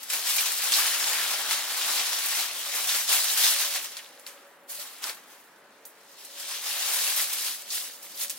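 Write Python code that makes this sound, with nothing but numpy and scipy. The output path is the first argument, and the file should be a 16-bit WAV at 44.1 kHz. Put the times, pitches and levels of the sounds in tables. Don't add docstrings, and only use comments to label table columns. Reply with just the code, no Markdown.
import sys
import numpy as np
from scipy import signal
from scipy.fft import rfft, irfft
from scipy.io import wavfile
from scipy.ndimage import uniform_filter1d

SR = 44100
rng = np.random.default_rng(int(sys.argv[2]) if len(sys.argv) > 2 else 0)


def output_pcm(signal):
    pcm = np.clip(np.atleast_2d(signal).T, -1, 1) * 32767
    wavfile.write(sys.argv[1], SR, np.round(pcm).astype(np.int16))


N = 369558


def gain_of(db):
    return 10 ** (np.asarray(db) / 20)


def evened(x):
    return x / np.sqrt(np.mean(np.abs(x) ** 2) + 1e-20)


def read(points, hz):
    f, value = np.transpose(points)
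    return np.interp(np.log(hz + 1), np.log(f + 1), value)


def add(mix, s, sound):
    part = mix[..., round(s * SR):][..., :sound.shape[-1]]
    part += sound[..., :part.shape[-1]]


def to_ports(pair, lead_s):
    # f/Hz, likeness
    likeness = [(60, 0.68), (200, 0.97), (700, 0.85), (1300, 0.77), (2400, .45), (4400, 0.41),
                (9000, 0.083)]
    size = pair.shape[1]
    hz = np.fft.rfftfreq(size, 1 / SR)
    same = np.clip(read(likeness, hz), 0, 1)
    left, other = rfft(pair)
    right = same * left + np.sqrt(1 - same ** 2) * other
    right = right * np.exp(-2j * np.pi * hz * lead_s)
    return irfft(np.array([left, right]), size)


def patchy(pair, spectrum_db, patch_db, size):
    hz, t, z = signal.stft(pair, SR, nperseg=size)
    patches = rng.standard_normal(z.shape[1:])
    patches = uniform_filter1d(patches, size=7, axis=0)
    patches = evened(uniform_filter1d(patches, size=7, axis=1))
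    coloured = z * gain_of(spectrum_db(hz, t) + patch_db * patches)
    return signal.istft(coloured, SR, nperseg=size)[1][:, :N]


def crumple(per_s, spread_db, t60):
    happens = rng.random(N) < per_s / SR
    size = gain_of(2 * spread_db * np.minimum(rng.exponential(1, N), 5)) * happens
    power = signal.lfilter([1], [1, -gain_of(-120 / (t60 * SR))], size)
    return np.sqrt(power / power.mean())


def rustle():
    # f/Hz, level/dB
    leaves = [(60, -80), (150, -50), (250, -23), (413, -19.5), (717, -9), (1000, -8.5), (1900, -5),
              (3960, 1), (7000, -0.5), (12000, -1), (15500, -3)]
    # t/s, boost of the stems' low middle/dB, boost of the edges' treble/dB
    load = [(0.0, 4, 0.5), (0.4, 1, 0), (1.2, 6, -1.4), (1.68, 5.5, -2.5), (2.16, 2.5, -3), (2.7, 4.5, -1),
            (3.2, 0.5, 0.5), (3.84, 1.2, -2.5), (4.45, 16, 1), (4.7, 1, 5), (5.03, 9.5, -0.5),
            (5.32, 11, 1.5), (5.8, -6, -4), (6.3, -4, -3), (6.52, 2, -3), (7.18, 2, 2), (7.8, -4, -0.5),
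            (8.04, 0.5, 1), (8.2, -5, 2.5), (8.38, -6, 2)]
    # t/s, left over right in the middle band/dB
    place = [(0, 4.5), (1.6, 2.5), (3.0, 2.5), (3.9, .6), (6.5, 1.5), (7.0, 2.5), (7.9, 0), (8.38, .6)]
    grains = crumple(110, spread_db=2.0, t60=0.17)
    noise = rng.standard_normal((2, N)) * (1.7 + grains)
    edge_noise = signal.lfilter(*signal.butter(2, 6000, "highpass", fs=SR), noise)
    edge_flicker = crumple(60, spread_db=3.0, t60=0.15) - 1
    noise = noise + 0.32 * edge_noise * edge_flicker
    s, stems_db, edges_db = np.transpose(load)

    def colour(hz, t):
        below_treble = np.clip(np.log2(4200 / (hz + 1)) / 1.8, 0, 1)
        above_bass = np.clip(np.log2((hz + 1) / 70) / 1.5, 0, 1)
        stems = (below_treble * above_bass)[:, None]
        edges = np.clip(np.log2((hz + 1) / 5000) / 1.2, 0, 1)[:, None]
        moved = stems * np.interp(t, s, stems_db) + edges * np.interp(t, s, edges_db)
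        return read(leaves, hz)[:, None] + moved

    bed = patchy(noise, colour, patch_db=1.3, size=512)
    bed = evened(to_ports(bed, lead_s=4.5e-5))
    t = np.arange(N) / SR
    sound = (bed + gain_of(-13) * small_breaks()) * gain_of(effort_db(t))
    middle_band = signal.butter(1, [600, 6000], "bandpass", fs=SR, output="sos")
    middle = signal.sosfiltfilt(middle_band, sound)
    side_db = np.interp(t, *np.transpose(place)) / 2
    return sound + middle * (gain_of([side_db, -side_db]) - 1)


def effort_db(t):
    # t/s, level/dB
    drag = [(0.0, -42), (0.1, -41), (0.4, -28), (1.12, -24.5), (1.38, -27), (1.67, -30), (1.78, -26.5),
            (2.01, -23.5), (2.19, -28), (2.5, -33), (2.68, -31.5), (2.75, -28), (3.0, -27), (3.07, -32),
            (3.67, -31), (3.86, -34.5), (3.96, -44), (4.16, -53.5), (4.37, -53.5), (4.66, -68),
            (4.98, -49.5), (5.27, -55), (5.65, -62), (5.97, -57), (6.24, -46), (6.61, -37), (6.75, -29),
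            (7.05, -24.5), (7.36, -34), (7.61, -42), (8.0, -51), (8.38, -43)]
    # peak t/s, level/dB, time to swell by 10 dB/s, time to fade by 10 dB/s
    tugs = [(0.13, -26, .025, .14), (0.284, -26, .03, .3), (0.735, -24.5, .025, .35),
            (1.515, -26.5, .05, .11), (2.4, -25.5, .3, .085), (2.893, -26, .02, .1),
            (3.093, -22.5, .015, .33), (3.45, -18.5, .1, .14), (3.632, -24.5, .08, .05),
            (3.766, -27, .1, .05), (4.7, -38.5, .011, .25), (4.81, -38, .05, .05), (5.042, -30, .02, .08),
            (5.09, -36, .03, .03), (5.305, -54, .015, .2), (6.2, -47, .025, .04), (6.385, -36, .025, .15),
            (6.525, -31.5, .08, .09), (6.655, -32, .04, .2), (7.209, -27, .08, .06), (7.328, -30, .06, .04),
            (7.458, -27.5, .12, .09), (7.737, -29, .04, .15), (8.052, -43, .04, .2),
            (8.217, -29, .035, .055)]
    swell_shape, fade_shape = 1.2, 1.5
    power = gain_of(2 * np.interp(t, *np.transpose(drag)))
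    for s, level_db, swell_s, fade_s in tugs:
        before = np.maximum(s - t, 0) / swell_s
        after = np.maximum(t - s, 0) / fade_s
        tug_db = level_db - 10 * before ** swell_shape - 10 * after ** fade_shape
        power = power + gain_of(2 * tug_db)
    return 10 * np.log10(power)


def small_breaks():
    out = np.zeros((2, N))
    for hz in np.geomspace(1800, 12000, num=16):
        happens = rng.random(N) < 25 / SR
        size = gain_of(1.8 * np.minimum(rng.exponential(1, N), 4)) * happens
        pan = rng.uniform(0.17, 1, (2, 1))
        cracks = signal.oaconvolve(size, tick(hz, cycles=8.4, crack=0))[:N]
        out += pan * np.sqrt(hz) * cracks
    return evened(out)


def jolt(peak_db, hz, octaves, t60):
    t = np.arange(round(.35 * SR)) / SR
    spread = 2 ** (max(octaves, .3) / 2)
    band = signal.butter(2, [hz / spread, min(hz * spread, 20000)], "bandpass", fs=SR)
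    shiver = evened(signal.lfilter(*band, rng.standard_normal((2, len(t)))))
    fade = gain_of(-60 * t / max(t60, .02)) * (1 - np.exp(-t / .0005))
    return gain_of(peak_db) / 3 * to_ports(shiver, lead_s=3e-5) * fade


def tick(hz, cycles, crack):
    t = np.arange(400) / SR
    ring = np.sin(2 * np.pi * hz * t) * gain_of(-60 * t * hz / cycles)
    ring = ring + crack * (t == 0)
    ring = signal.lfilter(*signal.butter(2, min(hz / 2, 3000), "highpass", fs=SR), ring)
    return ring / abs(ring).max()


def knock(peak_db, hz, t60):
    t = np.arange(round(.2 * SR)) / SR
    soft_start = 1 - np.exp(-t / 0.0033)
    return gain_of(peak_db - 60 * t / t60) * np.sin(2 * np.pi * hz * t) * soft_start


def coo(length, level_db, hz):
    t = np.arange(0, length, 1 / SR)
    slow = uniform_filter1d(rng.standard_normal((2, len(t))), size=1500)
    a, b = uniform_filter1d(slow, size=1500)
    waver = 1 + 0.9 * evened(a + 1j * b)
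    tone = evened((waver * np.exp(2j * np.pi * hz * t)).real)
    return gain_of(level_db) * tone * signal.windows.tukey(len(t), .08)


def hush():
    # f/Hz, level/dB
    wash_colour = [(30, -42), (70, -27), (150, -11.5), (230, -3.5), (560, 0.5), (1000, -0.5), (1700, -1),
                   (2600, -8), (4200, -17), (6000, -41), (10500, -28), (15500, -27)]
    bass = np.fft.rfftfreq(2048, 1 / SR)[:, None] < 200
    noise = rng.standard_normal((2, N))

    def colour(hz, t):
        return read(wash_colour, hz)[:, None]

    wash = patchy(noise, colour, patch_db=0.9 + 2.5 * bass, size=2048)
    return gain_of(-56) * evened(to_ports(wash, lead_s=0))


def scene():
    # t/s, rough peak/dB, middle f/Hz, width/octaves, t60/s
    jolts = [(0.0296, -22, 10300, 2.2, 0.087), (0.0997, -15.5, 4580, 2.5, 0.11),
             (0.2706, -15, 4750, 3.6, 0.089), (0.382, -13, 3900, 1.8, 0.12), (0.72, -11, 5000, 2.0, 0.16),
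             (0.737, -11, 4600, 0.6, 0.17), (1.15, -20, 2140, 0.98, 0.15), (1.508, -14, 3170, 2.5, 0.1),
             (1.995, -17, 3300, 1.2, 0.1), (2.889, -16, 3700, 0.8, 0.12), (3.0786, -17, 5020, 1.2, 0.097),
             (3.162, -17, 6000, 1.5, 0.07), (3.438, -13, 4100, 1.0, 0.2), (3.476, -15, 4200, 1.0, 0.12),
             (3.9675, -24, 4200, 3, 0.13), (3.9894, -31.5, 2350, 1.1, 0.12), (4.197, -40, 8000, 2.5, 0.15),
             (4.2638, -28, 4330, 3.4, 0.25), (5.8535, -29.5, 13500, 1.3, 0.19),
             (6.2486, -31, 9750, 1.2, 0.12), (7.7022, -21.5, 5270, 0.85, 0.22),
             (8.028, -29, 9900, 1.6, 0.089), (8.299, -17, 7000, 2.8, 0.13)]
    # t/s, peak/dB, f/Hz
    snaps = [(0.7372, -11, 4600), (1.0423, -14, 4530), (2.408, -17, 5800), (2.6317, -24, 4700),
             (3.8705, -28, 5600), (3.9693, -23.2, 4700), (4.0458, -33, 4000), (4.0624, -35, 3500),
             (4.0916, -34, 9700), (4.1762, -38, 4420), (4.197, -30.5, 10500), (4.266, -26, 4400),
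             (4.3774, -40, 3000), (5.0413, -14, 5150), (5.0962, -20, 4670), (5.7074, -46, 7500),
             (5.8525, -32, 6500), (5.8555, -27, 14000), (6.2502, -26, 9900), (7.485, -19, 4500),
             (7.622, -24, 8900), (8.1772, -26.1, 5500), (8.2821, -24, 8000), (8.2975, -14, 8060),
             (8.303, -24, 11600)]
    # t/s, level/dB, f/Hz, t60/s
    knocks = [(0.383, -21, 2400, 0.07), (0.785, -20, 1200, 0.045), (4.785, -40, 584, 0.095)]
    # start t/s, length/s, level/dB, f/Hz
    coos = [(2.65, .25, -58, 564), (3.4, .4, -56, 564), (3.9, .9, -63, 564), (4.05, .35, -68, 500),
            (5.55, .55, -68, 564), (5.65, .4, -70, 447), (6.25, 1.2, -62, 564), (7.6, .78, -64.5, 564)]
    mix = rustle() + hush()
    for s, *row in jolts:
        add(mix, s, jolt(*row))
    for s, peak_db, hz in snaps:
        add(mix, s, gain_of(peak_db) * tick(hz, cycles=13.0, crack=0.8))
    for s, *row in knocks:
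        add(mix, s, knock(*row))
    for s, *row in coos:
        add(mix, s, coo(*row))
    return mix


def record(dry):
    thin = signal.lfilter(*signal.butter(2, 90, "highpass", fs=SR), dry)
    band_limit = signal.firwin(511, 15950, window=("kaiser", 9), fs=SR)
    return signal.oaconvolve(thin, band_limit[None], "same")


dry = scene()
out = record(dry)
output_pcm(out)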